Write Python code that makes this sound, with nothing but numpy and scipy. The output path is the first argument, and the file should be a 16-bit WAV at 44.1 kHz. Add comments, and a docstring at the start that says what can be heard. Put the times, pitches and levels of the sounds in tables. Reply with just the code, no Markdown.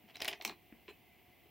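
"""An old disk drive clatters twice on a desk: a run of plastic clicks as its mechanism engages, then a
sharp snap as it lets go. Each contact is a noise crack over a bass knock, and sets the case ringing.
Sliding parts scrape between the clicks; soft thumps and a lighter knock follow, and turning parts whine
briefly. Heard from close by in a small, quiet room, over a faint bed of fan noise and machine hum."""
import sys
import numpy as np
from scipy import signal
from scipy.fft import rfft, irfft, next_fast_len
from scipy.io import wavfile
from scipy.ndimage import uniform_filter1d

SR = 44100
rng = np.random.default_rng(int(sys.argv[2]) if len(sys.argv) > 2 else 0)


def wav_record(signal):
    """Record a signal, one row per channel, as 16-bit PCM in the file named by sys.argv[1]."""
    frames = np.transpose(np.atleast_2d(signal))
    bounded = np.clip(frames, -1, 1)
    # unit amplitude maps onto the largest positive 16-bit level
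    quanta = np.round(bounded * 32767).astype(np.int16)
    wavfile.write(sys.argv[1], SR, quanta)


N = 66150
T = np.arange(N) / SR
HZ = np.fft.rfftfreq(N, 1 / SR)

# Tone of the bed of fan noise, motor noise and hiss: frequency_hz, relative_db
BED_EQ = [(25, -13), (62, 6.5), (120, -3), (400, -4.5), (530, -14), (720, -6.5), (1400, -23), (1850, -16),
          (2060, -9.5), (2950, -12), (3700, -20.5), (7000, -31.5), (10000, -29.5), (15000, -16.5)]
# Stereo width of the bed and of the room tail: frequency_hz, side_db
BED_WIDTH = [(700, -7), (2500, -12.5), (7000, -2.5)]
ROOM_WIDTH = [(200, -5), (1000, -58), (3000, -19), (14000, 7)]
# Machine hum: pitch_hz, level_db
HUM_TONES = [(721, -80), (2044, -81)]
# Whines of turning parts, a brief swell of the knock's high ring, and scrapes of sliding parts: start_s,
# length_s, level_db, pitch_hz
WHINE_CUES = [(0.894, 0.028, -74, 7370), (1.111, 0.039, -70, 2345), (1.19, 0.17, -69.5, 723),
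              (1.312, 0.039, -67, 2054)]
SCRAPE_CUES = [(0.077, 0.044, -57, 3300), (0.141, 0.027, -54, 3980), (0.187, 0.075, -48, 2650),
               (0.317, 0.049, -56, 2870), (0.457, 0.084, -50, 2960)]
# Soft thumps on the case: start_s, level_db, pitch_hz, t60_s
THUMP_CUES = [(0.0394, -53.5, 215, 0.039), (.4000, -45.5, 693, 0.032), (.4560, -51.5, 391.7, 0.22),
              (0.459, -54.5, 226, 0.13), (0.724, -42.5, 251, 0.029), (0.8851, -44, 386, 0.039),
              (1.456, -55.5, 422, 0.027)]
# Contacts of engaging, letting go and the light knock: start_s, level_db, bass_db, treble_db, pitch_hz
ENGAGE_HITS = [(.1560, -45.5, -16, 0, 2300), (.1675, -42.5, -2.5, -7.5, 5650),
               (.2030, -36.5, 4.5, -10, 5460), (.2158, -36, 5, -9, 5470), (.2195, -27.5, -5.5, -2, 4130),
               (.2460, -34, 1, 3.5, 2100), (.2538, -32, 3, -36, 4240), (.2788, -30, -5, 4.5, 2600),
               (.2815, -26, -4.5, -3.5, 2970), (.2865, -32, 2.5, -3, 2900), (.3140, -42.5, 9.5, -33, 3200),
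               (.3280, -38, 5.5, -16, 2860), (.3322, -37.5, 1.5, -23, 1980)]
RELEASE_HITS = [(.4002, -63.5, 22, -12, 1000), (.4112, -37.5, 1, -10, 2020), (.4218, -41, -1, 6, 13700),
                (.4494, -26, -3, 9.5, 2400), (.4555, -44.5, 10.5, -6, 3180), (.4758, -49, 16, 20, 4000),
                (.4950, -37, 7, -5, 1560)]
KNOCK_HITS = [(.8803, -46.5, -10, -19, 2720), (.8890, -55, -11, 6, 3354)]
# Tone of each kind of contact: frequency_hz, relative_db
ENGAGE_EQ = [(80, -15.5), (250, -15.5), (400, 1.5), (520, -25), (650, 2.5), (850, -5.5), (1400, -12),
             (2000, -2.5), (2400, -2.5), (3500, -5.5), (4550, -9.5), (5050, -4.5), (8000, -15),
             (11000, -14.5), (15500, -15.5)]
RELEASE_EQ = [(70, -30), (210, -13.5), (400, 6.5), (520, -19), (700, 1), (1100, -0.5), (1650, -14),
              (2200, 0), (3100, -3.5), (4200, 6.5), (4800, -9), (5700, -2), (6800, -15.5), (7600, -14),
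              (11000, -26.5), (14000, -16.5)]
KNOCK_EQ = [(120, -13), (1000, -1), (1450, -13), (2600, -6), (3600, -15.5), (5000, -24), (15000, -32)]
THUMP_TICK_EQ = [(350, 2.5), (1300, -5.5), (2450, 4), (5000, -52)]
# Ringing modes of the case and of the light knock: pitch_hz, relative_db
CASE_MODES = [(401, -37.5), (624, -14.5), (680, -14), (845, -11), (1660, -19), (2340, -9), (2488, -5.5),
              (2748, -22), (3112, -6.5), (4960, -11.5)]
KNOCK_MODES = [(398, -5), (1015, -5.5), (2030, -10), (2700, 0), (4045, -8)]

BED_DB, WAVER_HZ, HUM_SWELL_DB = -64.5, 7, 3
ROOM_RISE_S, ROOM_BASS_HZ, ROOM_TREBLE_HZ = 0.0029, 541, 2980
SCRAPE_TOP_HZ, GRAIN_DB, SQUEAK_WIDTH_HZ, SQUEAK_DB = 3980, 11.5, 200, -9.5
THUMP_RISE_S, THUMP_TICK_DB = 0.0027, -15
CRACK_RISE_S, CRACK_T60_S, BASS_RISE_S, BASS_T60_S = 0.000583, 0.0116, 0.0011, 0.036
BASS_SPLIT_HZ, TREBLE_SPLIT_HZ, IMPACT_TRIM_DB = 1250, 5850, -1.5
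PART_WIDTH_HZ, PART_DB = 623, 7  # resonance of the struck part
SOFTENING, RING_LOSS = 0.61, 0.28  # dB of longer rise and of weaker ring per dB that a hit is lighter
CASE_T60_S, KNOCK_T60_S = 0.048, 0.07
LOW_CUT_HZ, HIGH_CUT_HZ = 74, 15900


def amp(db):
    """Decibels to gain."""
    return 10 ** (np.asarray(db) / 20)


def unit(x):
    """Scales to rms 1."""
    return x / np.sqrt(np.mean(x ** 2) + 1e-30)


def curve(points):
    """Joins a table's points across the spectrum, on a log-frequency axis."""
    hz, value = np.transpose(points)
    return np.interp(np.log(HZ + 1), np.log(hz + 1), value)


def add(mix, start_s, sound):
    """Drops a sound into the mix on its cue."""
    part = mix[max(round(start_s * SR), 0):][:len(sound)]
    part += sound[:len(part)]


def convolve(x, response):
    """Passes a sound through a response."""
    return signal.fftconvolve(x, response)[:N]


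def band(x, hz, kind, order=6):
    """Low-, band- or high-pass."""
    return signal.sosfilt(signal.butter(order, hz, kind, fs=SR, output="sos"), x)


def resonate(x, hz, width_hz):
    """One resonance with a gain of about 1 at its centre."""
    radius = np.exp(-np.pi * width_hz / SR)
    return 2 * signal.lfilter([1 - radius], [1, -radius * np.exp(2j * np.pi * hz / SR)], x).real


def equalise(x, eq):
    """Minimum-phase EQ, levelled so that white noise keeps its power."""
    gain = unit(amp(curve(eq)))
    log_gain = np.log(np.concatenate([gain, gain[-2:0:-1]]))
    spectrum = np.exp(np.conj(signal.hilbert(log_gain)))
    return convolve(x, np.fft.ifft(spectrum).real[:SR // 10])


def stereo(mid, side, width):
    """Left and right from mid and side."""
    side = irfft(rfft(side) * amp(curve(width)), N)
    return np.array([mid + side, mid - side])


def arch(start_s, length_s):
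    """An envelope that swells and fades."""
    return np.sin(np.pi * np.clip((T - start_s) / length_s, 0, 1))


def strike(t, rise_s, t60_s):
    """An envelope with a quick attack and an exponential decay."""
    return (1 - np.exp(-t / rise_s)) * amp(-60 * t / t60_s)


def burst(rise_s, t60_s):
    """Decaying noise with an even spectrum and the energy of one millisecond at level 1."""
    t = T[T < 1.5 * t60_s + .01]
    envelope = strike(t, rise_s, t60_s)
    noise = rng.standard_normal(N)[:len(t)] * envelope
    for _ in range(4):  # flatten the spectrum, then restore the envelope
        phase = np.angle(rfft(noise, 2 * next_fast_len(len(t))))
        noise = irfft(np.exp(1j * phase))[:len(t)]
        noise *= envelope / np.sqrt(abs(uniform_filter1d(noise ** 2, size=30)) + 1e-14)
    return unit(noise) * np.sqrt(SR / 1000 / len(t))


def wavering_tone(hz, drift):
    """A sine whose pitch wanders with the drift."""
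    return np.sin(2 * np.pi * np.cumsum(hz + WAVER_HZ * drift) / SR)


def machine_bed():
    """Steady fan and motor noise with hiss, and hum tones that waver in pitch and level."""
    mid, side = (unit(irfft(rfft(x) * amp(curve(BED_EQ)), N)) for x in rng.standard_normal((2, N)))
    hum = 0
    for hz, db in HUM_TONES:
        drift, swell = unit(uniform_filter1d(rng.standard_normal((2, N)), size=2000))
        hum += amp(db) * unit(amp(HUM_SWELL_DB * swell) * wavering_tone(hz, drift))
    return amp(BED_DB) * stereo(mid, side, BED_WIDTH) + hum


def room_tail():
    """Diffuse reflections of unit energy; the bass lasts longest."""
    tail = np.zeros(N)
    add(tail, 0, band(burst(ROOM_RISE_S, t60_s=0.24), ROOM_BASS_HZ, "low"))
    add(tail, 0, band(burst(ROOM_RISE_S, t60_s=0.19), [ROOM_BASS_HZ, ROOM_TREBLE_HZ], "band"))
    add(tail, 0, band(burst(ROOM_RISE_S, t60_s=0.14), ROOM_TREBLE_HZ, "high"))
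    return unit(tail) / np.sqrt(N)


def room(x, wet_db):
    """The direct sound in the centre and a slightly wider tail."""
    return x + amp(wet_db) * stereo(convolve(x, room_tail()), convolve(x, room_tail()), ROOM_WIDTH)


def whines():
    """Brief tones on one slightly unsteady note: turning parts rub and sing for a moment, and the knock's high
    ring swells again."""
    mix = np.zeros(N)
    for start_s, length_s, db, hz in WHINE_CUES:
        drift = unit(uniform_filter1d(rng.standard_normal(N), size=400))
        mix += amp(db) * arch(start_s, length_s) * wavering_tone(hz, drift)
    return mix


def scrapes():
    """Sliding parts: grainy friction that swells and fades, with a narrow squeak."""
    rub, squeak = np.zeros((2, N))
    for start_s, length_s, db, hz in SCRAPE_CUES:
        t = T[T < length_s]
        noise, grain_size = rng.standard_normal((2, N))[:, :len(t)]
        grains = amp(db) * np.sin(np.pi * t / length_s) * unit(noise * amp(GRAIN_DB * grain_size))
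        add(rub, start_s, grains)
        add(squeak, start_s, grains.std() * unit(resonate(grains, hz, SQUEAK_WIDTH_HZ)))
    return equalise(band(rub, SCRAPE_TOP_HZ, "low"), ENGAGE_EQ) + amp(SQUEAK_DB) * squeak


def thumps():
    """Soft pushes on the case: a low, decaying note and a dull tick."""
    body, ticks = np.zeros((2, N))
    t = T[:SR // 4]
    for start_s, db, hz, t60_s in THUMP_CUES:
        gain = 2 * amp(db)
        add(body, start_s, gain * np.sin(2 * np.pi * hz * t) * strike(t, THUMP_RISE_S, t60_s))
        add(ticks, start_s, gain * amp(THUMP_TICK_DB) * burst(CRACK_RISE_S, CRACK_T60_S))
    return body + equalise(ticks, THUMP_TICK_EQ)


def case_rattle(start_s=0.474, length_s=0.064, level_db=-56, band_hz=(167, 406)):
    """The case shudders roughly after the snap."""
    rumble = unit(band(rng.standard_normal(N), band_hz, "band", order=3))
    return amp(level_db) * arch(start_s, length_s) * rumble


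def metal_ping(start_s=0.1555, level_db=-40, pitch_hz=4000, t60_s=0.02):
    """A small metal part rings briefly with the first click."""
    t = np.maximum(T - start_s, 0)
    return amp(level_db) * np.sin(2 * np.pi * pitch_hz * t) * strike(t, CRACK_RISE_S, t60_s)


def case_ring(pushes, modes, t60_s):
    """Each push sets decaying modes ringing, each of unit energy before its level."""
    t = T[:SR // 2]
    decay = amp(-60 * t / t60_s)
    response = sum(amp(db) * unit(np.sin(2 * np.pi * hz * t) * decay) for hz, db in modes)
    return convolve(pushes, response / np.sqrt(len(t)))


def clicks(hits, eq, modes, t60_s, ring_db):
    """Parts collide: a pitched crack over a slower bass knock; light hits start softly and ring less."""
    bass, middle, treble, pushes = np.zeros((4, N))
    hardest_db = max(hit[1] for hit in hits)
    for start_s, db, bass_db, treble_db, hz in hits:
        lighter_db = hardest_db - db
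        crack = burst(CRACK_RISE_S * amp(SOFTENING * lighter_db), CRACK_T60_S)
        crack += amp(PART_DB) * resonate(crack, hz, PART_WIDTH_HZ)
        add(bass, start_s, amp(db + bass_db) * burst(BASS_RISE_S, BASS_T60_S))
        add(middle, start_s, amp(db) * crack)
        add(treble, start_s, amp(db + treble_db) * crack)
        add(pushes, start_s, amp([db - RING_LOSS * lighter_db]))
    bass = band(bass, BASS_SPLIT_HZ, "low")
    middle = band(band(middle, BASS_SPLIT_HZ, "high"), TREBLE_SPLIT_HZ, "low", order=3)
    treble = band(treble, TREBLE_SPLIT_HZ, "high", order=3)
    impacts = amp(IMPACT_TRIM_DB) * equalise(bass + middle + treble, eq)
    return impacts + amp(ring_db) * case_ring(pushes, modes, t60_s)


def scene():
    """The drive's gestures, each with its own room send, over the whines and the bed."""
    engage = clicks(ENGAGE_HITS, ENGAGE_EQ, CASE_MODES, CASE_T60_S, ring_db=13)
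    mix = room(engage + metal_ping() + scrapes(), wet_db=-8)
    release = clicks(RELEASE_HITS, RELEASE_EQ, CASE_MODES, CASE_T60_S, ring_db=6)
    mix += room(release + case_rattle(), wet_db=-6.5)
    knock = clicks(KNOCK_HITS, KNOCK_EQ, KNOCK_MODES, KNOCK_T60_S, ring_db=12.5)
    mix += room(knock, wet_db=4)
    mix += room(thumps(), wet_db=-4)
    return mix + whines() + machine_bed()


def record(dry):
    """A low cut below the bass, then a steep roll-off of the very top."""
    thinned = band(dry, LOW_CUT_HZ, "high", order=2)
    high_cut = signal.firwin(255, HIGH_CUT_HZ, window=("kaiser", 8), fs=SR)
    return signal.oaconvolve(thinned, high_cut[None], "same")


dry = scene()
out = record(dry)
wav_record(out)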